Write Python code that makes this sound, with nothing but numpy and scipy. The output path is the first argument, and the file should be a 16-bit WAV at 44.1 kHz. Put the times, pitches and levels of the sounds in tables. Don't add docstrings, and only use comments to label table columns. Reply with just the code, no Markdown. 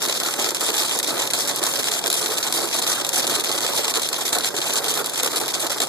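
import sys
import numpy as np
from scipy import signal
from scipy.fft import rfft, irfft, next_fast_len
from scipy.io import wavfile

SR = 44100
rng = np.random.default_rng(int(sys.argv[2]) if len(sys.argv) > 2 else 0)


def digitize_waveform(pressure):
    field = np.atleast_2d(pressure).T
    bounded = np.clip(field, -1, 1)
    quanta = np.round(bounded * 32767).astype(np.int16)
    wavfile.write(sys.argv[1], SR, quanta)


N = 259308

# (s, level dB, top treble relative to the whole dB, distance m, lower ping Hz, upper ping Hz)
GLASS_HITS = [(0.0186, -22.5, -9, 0.8, 5250, 7000), (0.0244, -20.0, -7, 1.2, 5550, 8100),
              (0.052, -22.0, -8, 0.5, 4000, 10150), (0.0858, -24.5, -8, 0.9, 4500, 6800),
              (0.0963, -20.0, -11, 0.8, 4100, 6350), (0.1248, -21.0, -8, 0.9, 5400, 6250),
              (0.1626, -24.5, -5, 0.9, 5300, 9400), (0.1733, -21.5, -6, 1.0, 3650, 9800),
              (0.2008, -18.5, -6, 0.5, 4500, 7800), (0.2341, -22.0, -6, 0.7, 3250, 6700),
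              (0.2613, -23.5, -9, 0.7, 4300, 8650), (0.3387, -23.5, -9, 0.9, 5450, 7150),
              (0.3965, -20.5, -7, 1.0, 3550, 6550), (0.4239, -21.0, -6, 0.7, 5100, 9150),
              (0.4441, -19, -8, 0.5, 5350, 6450), (0.4618, -22.0, -9, 1.0, 5150, 10150),
              (0.4886, -20.5, -9, 0.9, 4500, 7300), (0.547, -19.5, -3, 0.5, 5300, 11200),
              (0.5679, -23.5, -7, 0.7, 4950, 9000), (0.6082, -19, -5, 1.0, 4100, 7300),
              (0.6142, -20.0, -4, 0.7, 4450, 10200), (0.6465, -24.0, -7, 0.7, 5550, 7100),
              (0.6631, -19.5, -6, 1.1, 3750, 8900), (0.6885, -21.0, -9, 0.9, 3750, 7750),
              (0.7416, -21.5, -9, 0.7, 4100, 6500), (0.7807, -22.5, -8, 1.0, 3700, 6550),
              (0.8196, -21.5, -7, 1.0, 3950, 7400), (0.8937, -23.0, -7, 0.9, 3700, 10500),
              (0.9115, -22.0, -12, 0.7, 3250, 10150), (0.9892, -15.5, -3, 0.5, 5100, 10100),
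              (0.9991, -22.5, -8, 1.1, 3550, 8950), (1.0288, -22, -4, 0.7, 3900, 9500),
              (1.0446, -21.0, -7, 0.5, 3550, 7250), (1.0765, -23.0, -7, 0.9, 4450, 6300),
              (1.0922, -23.5, -9, 0.8, 5100, 7500), (1.169, -25.5, -9, 0.6, 4050, 9500),
              (1.1788, -25.5, -9, 0.6, 4000, 8550), (1.1912, -23.0, -7, 0.9, 4950, 8250),
              (1.1971, -21.0, -8, 1.0, 3900, 7300), (1.2188, -21.0, -9, 1.0, 4100, 7250),
              (1.2738, -23.5, -8, 0.9, 3700, 6550), (1.303, -21.0, -7, 0.9, 4350, 11500),
              (1.3091, -21.5, -6, 0.9, 3650, 9700), (1.3348, -16, -5, 0.5, 4100, 9500),
              (1.4746, -21.0, -4, 0.8, 5200, 10150), (1.4953, -21.0, -9, 1.0, 3750, 8300),
              (1.5123, -25.0, -11, 0.7, 4450, 6950), (1.5598, -21.0, -2, 0.9, 3250, 11450),
              (1.6286, -20.0, -7, 0.7, 4800, 9100), (1.6373, -15.0, -5, 0.5, 4350, 10900),
              (1.6659, -19.0, -7, 0.7, 5100, 6200), (1.7373, -21.0, -7, 0.7, 3300, 6500),
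              (1.7558, -23.5, -7, 0.9, 4300, 10950), (1.8314, -24.0, -6, 0.7, 3400, 6300),
              (1.8417, -21.0, -9, 0.6, 3850, 8800), (1.8723, -22.5, -10, 0.9, 4750, 7900),
              (1.8842, -21.0, -10, 0.8, 5350, 6650), (1.9174, -20.0, -8, 0.8, 4250, 9550),
              (2.0397, -20.0, -11, 0.5, 5550, 8800), (2.0608, -17.5, -7, 0.5, 3700, 6400),
              (2.0696, -17.5, -3, 0.35, 3250, 10050), (2.0779, -18, -4, 0.6, 4900, 8450),
              (2.1009, -15.5, -4, 0.7, 3750, 10450), (2.1152, -22.5, -8, 0.9, 4200, 7000),
              (2.1276, -16.0, -4, 0.7, 4350, 10500), (2.1404, -18.5, -4, 0.7, 4600, 10300),
              (2.2267, -22.5, -8, 1.0, 4150, 9800), (2.2597, -18.0, -7, 0.8, 4350, 7200),
              (2.3758, -23.5, -6, 1.1, 3550, 9000), (2.3825, -19.0, -7, 0.8, 4350, 6600),
              (2.428, -21.5, -7, 1.1, 4350, 8800), (2.4736, -22.5, -8, 0.7, 3750, 6700),
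              (2.5251, -15.5, -7, 0.6, 4900, 10700), (2.5397, -23.0, -4, 0.7, 3250, 10400),
              (2.7871, -19.5, -7, 1.3, 3450, 6350), (2.8238, -20.5, -7, 0.8, 5250, 10250),
              (2.8666, -20.5, -10, 0.5, 4350, 7300), (2.8754, -19.5, -8, 0.9, 5600, 10300),
              (2.9178, -20.5, -9, 0.7, 3800, 7350), (2.9349, -22.5, -8, 0.9, 4100, 9600),
              (3.013, -25.5, -9, 0.7, 3400, 8250), (3.0478, -19.0, -8, 0.7, 3900, 8500),
              (3.0667, -23, -3, 0.3, 5000, 7300), (3.0905, -16, -4, 0.8, 5600, 6550),
              (3.159, -19.5, -8, 0.7, 4050, 6250), (3.1956, -20.5, -9, 0.8, 4500, 7750),
              (3.2685, -17.5, -5, 0.7, 3650, 8500), (3.2755, -17.5, -5, 0.9, 4000, 6350),
              (3.2964, -20.0, -7, 0.8, 4200, 7450), (3.3132, -23.5, -8, 0.7, 3900, 6700),
              (3.3288, -24.5, -9, 0.6, 4300, 7850), (3.3394, -22.5, -6, 1.1, 3300, 8950),
              (3.3525, -19.5, -6, 0.8, 4300, 11050), (3.3973, -23.5, -5, 1.0, 4000, 11400),
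              (3.4389, -22.5, -5, 0.6, 3600, 6850), (3.4452, -20.0, -7, 0.5, 3400, 6650),
              (3.4927, -21.0, -10, 1.0, 4050, 8050), (3.5151, -19.5, -7, 0.7, 4300, 6700),
              (3.5249, -24.5, -6, 0.7, 3800, 10600), (3.5779, -23.5, -11, 0.8, 3450, 6200),
              (3.6059, -23.5, -7, 0.6, 4050, 7700), (3.6487, -23.0, -10, 0.8, 4350, 6700),
              (3.6645, -18.5, -8, 0.7, 3400, 7900), (3.7752, -20.5, -7, 0.8, 4050, 10100),
              (3.8448, -19.5, -9, 0.9, 4350, 7500), (3.8532, -21.0, -8, 0.9, 3400, 7250),
              (3.8807, -19.5, -9, 0.7, 3900, 8900), (3.9093, -23.0, -5, 0.9, 3350, 9800),
              (3.9388, -20.5, -6, 0.9, 5050, 7500), (3.9559, -19.0, -4, 0.7, 4650, 9250),
              (3.9642, -21.5, -8, 0.8, 4150, 6550), (3.9705, -22.0, -7, 0.9, 3600, 11400),
              (3.9956, -23.5, -6, 0.9, 4500, 9500), (4.0186, -21.0, -4, 0.6, 4850, 9100),
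              (4.032, -22.0, -7, 1.1, 3650, 8300), (4.0889, -19.0, -4, 0.4, 4350, 10500),
              (4.129, -17.5, -8, 1.1, 4350, 7800), (4.1424, -22.0, -10, 0.6, 5550, 6200),
              (4.2122, -22.5, -9, 0.7, 5500, 8450), (4.253, -23.0, -9, 0.7, 4500, 6500),
              (4.2794, -21.0, -7, 0.8, 3900, 7100), (4.328, -18.0, -7, 0.9, 4200, 6300),
              (4.3488, -21.5, -7, 1.1, 3850, 7800), (4.3852, -17, -3, 0.7, 4400, 10400),
              (4.4076, -23.5, -10, 0.6, 4350, 7000), (4.4366, -23, -11, 1.1, 4300, 8600),
              (4.4454, -19.5, -11, 0.6, 4000, 6850), (4.4637, -21.5, -7, 0.9, 5400, 7450),
              (4.5654, -21.0, -6, 1.1, 3550, 6500), (4.6157, -22.0, -10, 0.9, 4250, 6350),
              (4.6705, -25.0, -9, 0.8, 4000, 11500), (4.7051, -23.5, -9, 0.6, 4300, 8800),
              (4.7354, -18.5, -4, 0.7, 4200, 9800), (4.7564, -22.0, -7, 0.8, 3800, 6300),
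              (4.8428, -21.5, -6, 0.7, 3800, 11350), (4.882, -19.5, -6, 1.1, 4100, 8150),
              (4.895, -22.0, -5, 1.0, 5250, 8850), (4.913, -21.5, -6, 1.0, 4100, 8250),
              (4.9393, -20.5, -7, 0.6, 4350, 10250), (4.9745, -21.5, -8, 0.7, 3250, 9400),
              (5.0432, -25.0, -6, 0.6, 4050, 6350), (5.0604, -21.5, -2, 0.6, 4800, 11350),
              (5.0703, -25.0, -4, 0.7, 3250, 8750), (5.0958, -24.0, -5, 0.9, 3650, 10400),
              (5.158, -24.0, -8, 0.8, 3250, 8250), (5.1766, -24.0, -4, 0.7, 5600, 7500),
              (5.1977, -19.5, -9, 0.7, 3250, 6850), (5.2321, -16.5, -4, 0.6, 3350, 11300),
              (5.2452, -18.5, -6, 1.0, 5400, 9400), (5.2621, -18.0, -5, 0.5, 5150, 9800),
              (5.2753, -21.0, -8, 0.8, 3400, 6500), (5.3588, -21.0, -6, 1.0, 4350, 10150),
              (5.4002, -23, -5, 1.0, 3350, 8850), (5.4124, -23.0, -5, 0.9, 4150, 9900),
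              (5.4591, -23.5, -5, 0.6, 3450, 9900), (5.4802, -21.0, -6, 0.6, 4450, 10350),
              (5.4888, -24.0, -8, 0.6, 4050, 10250), (5.5394, -20.0, -9, 1.1, 4200, 6900),
              (5.5502, -23.0, -8, 0.7, 3950, 8050), (5.6659, -20.0, -6, 1.2, 4200, 7050),
              (5.7826, -24.0, -8, 0.8, 5550, 6800), (5.8024, -17.0, -8, 0.7, 4150, 7450),
              (5.8181, -17.0, -6, 0.9, 4400, 7300)]
# (s, level dB, pitch of the struck panel Hz)
ROOF_HITS = [(0.077, -20, 330), (0.094, -18, 620), (0.23, -22, 720), (0.396, -21, 540), (0.45, -24, 740), (0.626, -20, 1220),
             (0.687, -14.5, 440), (0.96, -20, 700), (0.992, -24, 380), (1.084, -20, 670), (1.107, -15, 460), (1.13, -18, 400), (1.16, -21, 700), (1.195, -20, 380),
             (1.34, -24, 1130), (1.381, -23, 670), (1.616, -23, 520), (1.638, -24, 750),
             (2.048, -20, 420), (2.075, -20, 380), (2.217, -23, 600), (2.241, -21, 730), (2.587, -18, 450), (2.631, -18, 400),
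             (2.748, -19.5, 620), (2.784, -22, 700), (2.829, -23, 550), (3.002, -22, 390), (3.19, -21, 440),
             (3.244, -18, 440), (3.314, -22, 650), (3.343, -23, 700), (3.386, -20.5, 430), (3.502, -21, 1160), (3.544, -21, 560), (3.689, -16.5, 550),
             (3.754, -23, 1050), (3.79, -15, 450), (4.365, -12.5, 720), (4.541, -17, 420),
             (4.711, -23, 470), (4.787, -23, 440), (4.865, -21, 440), (4.97, -20, 900), (5.232, -22, 500),
             (5.257, -22, 500), (5.364, -22, 460), (5.413, -18, 420), (5.637, -19, 660), (5.659, -16, 1240),
             (5.761, -19, 420), (5.802, -21, 430)]
# (Hz, dB)
GLASS_COLOUR = [(200, -35), (700, -2), (1300, -7.5), (1900, -5.5), (2500, -4.5), (3050, -0.5), (4100, 1.5), (4800, -3), (6300, -1.5), (7800, -0.5), (9200, -5), (11000, -4.5), (12200, -6), (14000, -10)]
# (Hz, dB)
ROOF_COLOUR = [(40, -42), (70, -30), (110, -15.5), (190, -21.5), (260, -7.5), (345, -5.5), (450, -2.5), (620, -5), (900, -7), (1250, -7.5), (1600, -8), (2300, -13), (4000, -12.5)]
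# (Hz, dB)
ROAD_COLOUR = [(20, -27), (45, -16), (70, -13), (100, -10), (135, -2), (200, -2), (400, 2.5), (1000, -6), (4000, -75)]
ROAD_DB = -39
GLASS = dict(front_db=-3, crack_s=.0022, ring_db=-12.3,
             t60=.1, damping=.12, travel_s=.0018, ping_db=1, ping_width=.09)
ROOF = dict(front_db=3.5, crack_s=0.0033, ring_db=-4, t60=0.081, damping=0.54, travel_s=.0015, ping_db=5, ping_width=0.069)
# (Hz, correlation)
LIKENESS = [(60, -0.78), (130, -0.11), (300, 0.2), (600, 0.11), (900, 0.58), (1200, 0.91), (1500, 1), (1900, 0.4), (2200, -0.22), (2500, -0.5), (2640, -1), (3070, -1), (3300, -0.39), (3800, 0.26), (4200, 1), (5000, 0.11)]
# (Hz, left minus right dB)
BALANCE = [(30, 3), (100, -5.5), (600, -3.5), (1200, -1.5), (3000, 0), (14000, -0.2)]
TOP_HZ = 14000
RING_SAMPLES = 4096
BAND_HZ = 125 * 2 ** (np.arange(11) / 1.5)
# (Hz, width Hz, dB over the plain panel)
ROOF_MODES = [(155, 24, 2.5), (248.5, 5.5, 1.5), (344, 44, -3.5), (443.5, 35, -3.5), (567.6, 16, 3), (680, 107, -5), (871, 26, -8), (1097, 72, -6.5), (1230, 110, -8)]
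# (start s, length s, level dB, extra treble dB)
GLASS_FLURRIES = [(0.018, 0.045, -24.5, 1.0), (0.08, 0.081, -26.5, -0.5), (0.164, 0.015, -26.0, 2.0),
                  (0.233, 0.109, -26.0, 1.0), (0.39, 0.118, -24.5, -1.0),
                  (0.547, 0.029, -27.5, -1.0), (0.619, 0.041, -27.0, 0.5), (0.662, 0.043, -24.0, -2.0),
                  (0.736, 0.039, -24.5, 0.5), (0.778, 0.049, -21.5, 0.5), (0.83, 0.171, -25.5, 0.0),
                  (1.028, 0.017, -27.0, -1.0), (1.07, 0.037, -24.0, -0.5), (1.191, 0.087, -25.5, -0.5),
                  (1.335, 0.085, -22.5, 1.5), (1.423, 0.049, -28.0, 0.0), (1.475, 0.039, -23.5, -1.5),
                  (1.561, 0.035, -27, 0), (1.628, 0.1, -24, -0.5), (1.736, 0.077, -24.0, 1.5), (1.816, 0.079, -26.0, 0.0),
                  (1.912, 0.037, -22.5, 0.5), (1.952, 0.041, -25.0, -0.5), (2.099, 0.213, -25.0, 1.0),
                  (2.315, 0.029, -25.5, 0.0), (2.369, 0.021, -24.0, -1.0), (2.426, 0.061, -26.0, -1.5),
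                  (2.524, 0.087, -22.5, 1.0), (2.614, 0.041, -24.5, 1.0), (2.658, 0.065, -29.0, -0.5),
                  (2.726, 0.069, -22.5, 0.5), (2.816, 0.029, -23.5, -1.0), (2.865, 0.067, -23.0, 1.5),
                  (2.935, 0.085, -26.5, -1.5), (3.129, 0.077, -21.5, 0.0), (3.209, 0.041, -25.5, 0.5),
                  (3.289, 0.027, -23.0, 1.5), (3.318, 0.023, -27.0, -1.5), (3.344, 0.019, -22.5, 0.0),
                  (3.396, 0.015, -24.0, 1.0), (3.438, 0.059, -25.5, -0.5), (3.514, 0.075, -25.0, -1.0),
                  (3.606, 0.053, -25.5, 0.0), (3.674, 0.075, -26.0, 0.0), (3.751, 0.057, -23.0, 0.5),
                  (3.812, 0.035, -27, 0), (3.877, 0.041, -25.5, 0.5), (3.935, 0.017, -26.5, -4.0), (3.955, 0.021, -24.0, -0.5),
                  (4.017, 0.059, -26.0, 0.5), (4.155, 0.045, -29, 0), (4.208, 0.017, -26.0, -0.5), (4.254, 0.039, -22.5, 2.5),
                  (4.324, 0.037, -21.5, -0.5), (4.432, 0.057, -23.5, -0.5), (4.564, 0.025, -23.5, 0.0),
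                  (4.592, 0.141, -27.0, -0.5), (4.735, 0.063, -23.0, 1.5), (4.841, 0.037, -29.0, -1.0),
                  (4.881, 0.039, -22.5, 0.5), (4.939, 0.073, -25.0, 0.5), (5.134, 0.071, -26.0, 0.0),
                  (5.226, 0.045, -27.5, 1.5), (5.285, 0.045, -29, 0), (5.358, 0.03, -21.5, 2.0), (5.398, 0.021, -25.0, 1.5),
                  (5.478, 0.045, -28.0, -1.5), (5.537, 0.023, -24.0, -1.0), (5.593, 0.043, -23.5, 2.0),
                  (5.695, 0.035, -25.0, 1.0), (5.801, 0.045, -25.0, 0.0)]
# (start s, length s, depth dB)
GLASS_LULLS = [(0.347, 0.015, -6), (0.521, 0.025, -4), (0.582, 0.014, -4), (1.009, 0.02, -13), (1.285, 0.013, -5),
               (1.599, 0.018, -8), (2.064, 0.006, -5), (2.087, 0.014, -10), (2.119, 0.009, -5), (3.023, 0.022, -5), (3.423, 0.015, -8),
               (3.921, 0.015, -7), (4.102, 0.022, -4), (4.312, 0.012, -5), (4.493, 0.049, -5), (4.807, 0.012, -5),
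               (5.021, 0.019, -4), (5.106, 0.028, -3), (5.21, 0.012, -5), (5.524, 0.012, -6), (5.677, 0.02, -6), (5.752, 0.024, -4),
               (5.788, 0.013, -5)]
GLASS_WANDER = dict(lo_hz=1500, hi_hz=13000, per_s=30, spread_db=2)
ROOF_WANDER = dict(lo_hz=260, hi_hz=1800, per_s=12, spread_db=2.5)
# (start s, length s, level dB)
ROOF_FLURRIES = [(0.03, 0.1, -30.5), (0.2, 0.1, -27.5), (0.378, 0.15, -28), (0.61, 0.02, -25.5),
                 (0.68, 0.089, -30), (0.804, 0.054, -28.5), (0.883, 0.09, -29.5), (1.074, 0.19, -28.5),
                 (1.331, 0.089, -31), (1.482, 0.045, -29), (1.544, 0.052, -28), (1.615, 0.079, -26),
                 (1.717, 0.04, -31.5), (1.787, 0.022, -28), (1.836, 0.028, -34), (1.917, 0.056, -30),
                 (2.039, 0.047, -28.5), (2.197, 0.2, -29), (2.448, 0.059, -29.5), (2.534, 0.14, -27),
                 (2.746, 0.054, -28.5), (2.858, 0.075, -29.5), (2.968, 0.053, -26), (3.131, 0.072, -25),
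                 (3.225, 0.22, -27), (3.487, 0.03, -30), (3.534, 0.06, -30), (3.605, 0.12, -28),
                 (3.73, 0.16, -27.5), (3.955, 0.028, -26), (4.178, 0.052, -29), (4.322, 0.099, -26),
                 (4.539, 0.013, -27.5), (4.577, 0.02, -23.5), (4.647, 0.22, -28), (4.821, 0.11, -31),
                 (4.962, 0.055, -25), (5.228, 0.058, -25), (5.308, 0.072, -27), (5.408, 0.065, -27.5),
                 (5.627, 0.028, -23), (5.698, 0.029, -24), (5.755, 0.014, -37), (5.798, 0.047, -27.5)]
GLASS_FALL = dict(between_db=-29, attack_s=.002, sag_db_per_s=5, release_s=.006)
ROOF_FALL = dict(between_db=-31.5, attack_s=0.0055, sag_db_per_s=4, release_s=0.005)
# (lowest Hz, highest Hz)
PING_HZ = (3300, 11000)
GLASS_HIT_DB = 4.7
GLASS_DROPS = dict(per_s=480, size_power=.24, spot_db=3.5, distance=1.2)
ROOF_DROPS = dict(per_s=400, size_power=0.21, spot_db=2.5, distance=.8)
STONE = dict(front_db=-4.5, crack_s=.0024, ring_db=-14.5,
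             t60=.1, damping=.12, travel_s=.002, ping_db=-.5, ping_width=.09)
GLASS_PATTER_DB, SPRAY_DB = -.5, -9
FLURRY_BITE = .35
CEILING = 1.25


def undb(db):
    return 10 ** (np.asarray(db) / 20)


def unit(x):
    return x / np.sqrt(np.mean(x ** 2))


def over_hz(points, size=N):
    hz, value = np.transpose(points)
    return np.interp(np.log(np.fft.rfftfreq(size, 1 / SR) + 1), np.log(hz), value)


def colour(x, points):
    size = next_fast_len(N + RING_SAMPLES)
    return irfft(rfft(x, size) * unit(undb(over_hz(points, size))), size)[..., :N]


def strikes(band_db, distance, ping_hz, front_db, crack_s, ring_db, t60, damping, travel_s, ping_db, ping_width):
    t = np.arange(RING_SAMPLES) / SR
    shares = np.array([over_hz(np.c_[BAND_HZ, BAND_HZ == hz], RING_SAMPLES) for hz in BAND_HZ])
    out = undb(front_db) * irfft(wavefronts(distance, travel_s) * (undb(band_db) @ shares)[:, None])
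    scatter = rfft(rng.standard_normal((len(distance), 2, RING_SAMPLES)))
    far = distance[:, None]
    for hz, share, db in zip(BAND_HZ, shares, band_db.T):
        khz = hz / 1000
        age = np.maximum(t - far * travel_s / np.sqrt(khz) * (1 - np.sqrt(hz / BAND_HZ[-1])), 0)
        crack = np.exp(-age / (crack_s * far))
        ring = undb(ring_db) * np.exp(-np.log(1000) * age * khz ** damping / t60)
        build_up = 1 - np.square(crack)
        out += irfft(scatter * share) * (undb(db)[:, None] * build_up * (crack + ring))[:, None]
    return resonate(out, [(pitch, ping_width * pitch, ping_db) for pitch in np.atleast_2d(ping_hz)[..., None, None]])


def place(times, db, sounds):
    out = np.zeros((2, N + RING_SAMPLES))
    for start, gain, sound in zip(np.clip(times * SR, 0, N - 1).astype(int), undb(db), sounds):
        out[:, start:start + RING_SAMPLES] += gain * sound
    return out[:, :N]


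def patter(panel, pitches, per_s, size_power, spot_db, distance, count=40):
    band_db = spot_db * rng.standard_normal((count, len(BAND_HZ)))
    spots = strikes(band_db, distance * rng.uniform(0.4943, 1.5, count), rng.choice(pitches, count), **panel)
    spots = spots / np.std(spots, axis=(1, 2), keepdims=True)
    when, size, where = rng.random((int(per_s * N / SR), 3)).T
    db = -20 * size_power * np.log10(1 - .95 * size)
    return place(when * N / SR, db, (spots[k] for k in (where * count).astype(int)))


def windscreen(brightness=1.3, usual_treble_db=-6.0, hit_spot_db=0.95):
    s, db, treble_db, distance, lower_hz, upper_hz = np.transpose(GLASS_HITS)
    band_db = brightness * np.outer(treble_db - usual_treble_db, np.clip(np.log2(BAND_HZ / 6500), -1, 1))
    band_db = band_db + hit_spot_db * rng.standard_normal(band_db.shape)
    ticks = levelled(strikes(band_db, distance, [lower_hz, upper_hz], **STONE), lo_hz=3130, hi_hz=10600)
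    return colour(place(s, db + GLASS_HIT_DB, ticks) + sizzle() * undb(GLASS_PATTER_DB), GLASS_COLOUR)


def roof(hit_db=-5.0, patter_db=-3.5, focus_db=2, lowest_hz=270, highest_hz=1500):
    s, db, hz = np.transpose(ROOF_HITS)
    band_db = -focus_db * np.abs(np.log2(BAND_HZ / hz[:, None]))
    knocks = levelled(strikes(band_db, rng.uniform(0.657, 1.34, len(s)), hz, **ROOF), lo_hz=250, hi_hz=1510)
    pitches = np.geomspace(lowest_hz, highest_hz, len(s))
    small = unit(wander(patter(ROOF, pitches, **ROOF_DROPS), **ROOF_WANDER)) * flurries(ROOF_FLURRIES, **ROOF_FALL)
    return resonate(colour(place(s, db + hit_db, knocks) + small * undb(patter_db), ROOF_COLOUR), ROOF_MODES)


def road():
    return undb(ROAD_DB) * colour(rng.standard_normal((2, N)), ROAD_COLOUR)


def wavefronts(distance, travel_s, count=4, port_lag_s=0.000333):
    hz = np.fft.rfftfreq(RING_SAMPLES, 1 / SR)
    detour = 1 + np.arange(count) * rng.uniform(0.4905, 2, (len(distance), count))
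    path = (distance[:, None] * detour)[:, None, :, None]
    lag = port_lag_s * rng.random((len(distance), 2, count, 1))
    start = distance[:, None, None, None] * travel_s / np.sqrt(BAND_HZ[-1] / 1000)
    cycles = 2 * path * travel_s * np.sqrt(1000 * hz) + (lag - start) * hz
    return np.sqrt(SR / 1000) * np.sum(np.exp(-2j * np.pi * cycles) / detour[:, None, :, None], axis=2)


def resonate(x, modes):
    length = x.shape[-1]
    size = next_fast_len(length + RING_SAMPLES // 2)
    f = np.fft.rfftfreq(size, 1 / SR)
    response = 1 + sum(undb(db) / (1 + 2j * (f - hz) / width) for hz, width, db in modes)
    return irfft(rfft(x, size) * response, size)[..., :length]


def flurries(rows, between_db, attack_s, sag_db_per_s, release_s):
    t = np.arange(N) / SR
    power = np.full(N, undb(between_db) ** 2)
    for start, length, db in rows:
        near = slice(max(int(start * SR), 0), int((start + length + 6 * release_s) * SR))
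        age = t[near] - start
        shape = np.clip(age / attack_s, 0, 1) * np.exp(-np.maximum(age - length, 0) / release_s)
        power[near] += (shape * undb(db - sag_db_per_s * age)) ** 2
    return np.sqrt(power)


def levelled(sounds, lo_hz, hi_hz):
    hz = np.fft.rfftfreq(RING_SAMPLES, 1 / SR)
    rms = np.std(rfft(sounds)[..., (hz > lo_hz) & (hz < hi_hz)], axis=(1, 2), keepdims=True)
    return sounds * np.mean(rms) / rms


def wander(x, lo_hz, hi_hz, per_s, spread_db, count=16, size=256):
    centres, spectrum = np.geomspace(lo_hz, hi_hz, count), rfft(x)
    moment = np.arange(N) / SR * per_s
    levels = spread_db * rng.standard_normal((count, size))
    return sum(irfft(spectrum * over_hz(np.c_[centres, centres == hz]), N) * undb(np.interp(moment, np.arange(size), db))
               for hz, db in zip(centres, levels))


def lulls(edge_s=0.0006):
    t = np.arange(N) / SR
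    return undb(sum(np.interp(t, [start - edge_s, start + edge_s, start + length - edge_s, start + length], [0, db, db, 0])
                    for start, length, db in GLASS_LULLS))


def sizzle(split_hz=5800, count=60):
    drops = unit(patter(GLASS, np.geomspace(*PING_HZ, count), **GLASS_DROPS))
    small = unit(wander(drops + undb(SPRAY_DB) * rng.standard_normal((2, N)), **GLASS_WANDER))
    low = signal.sosfiltfilt(signal.butter(3, split_hz, fs=SR, output="sos"), small)
    s, length, db, treble_db = np.transpose(GLASS_FLURRIES)
    body = flurries(np.c_[s, length, db - treble_db / 2], **GLASS_FALL)
    top = flurries(np.c_[s, length, db + treble_db / 2], **GLASS_FALL)
    top = top * unit(top) ** FLURRY_BITE
    return (low * body + (small - low) * top) * lulls()


def scene():
    return windscreen() + roof() + road()


def microphones(x, ripple=0.38, ripple_hz=2900, ripple_from_hz=5000):
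    hz = np.fft.rfftfreq(N, 1 / SR)
    likeness = over_hz(LIKENESS) - ripple * np.sin(2 * np.pi * np.maximum(hz - ripple_from_hz, 0) / ripple_hz)
    likeness = np.clip(likeness, -.9996, .997)
    left, right = rfft(x)
    mid, side = (left + right) / 2 * np.sqrt(1 + likeness), (left - right) / 2 * np.sqrt(1 - likeness)
    lean = undb(over_hz(BALANCE) / 2)
    return irfft(np.array([(mid + side) * lean, (mid - side) / lean]), N)


def record(dry):
    return signal.sosfilt(signal.ellip(10, .2, 70, TOP_HZ, fs=SR, output="sos"), CEILING * np.tanh(microphones(dry) / CEILING))


dry = scene()
out = record(dry)
digitize_waveform(out)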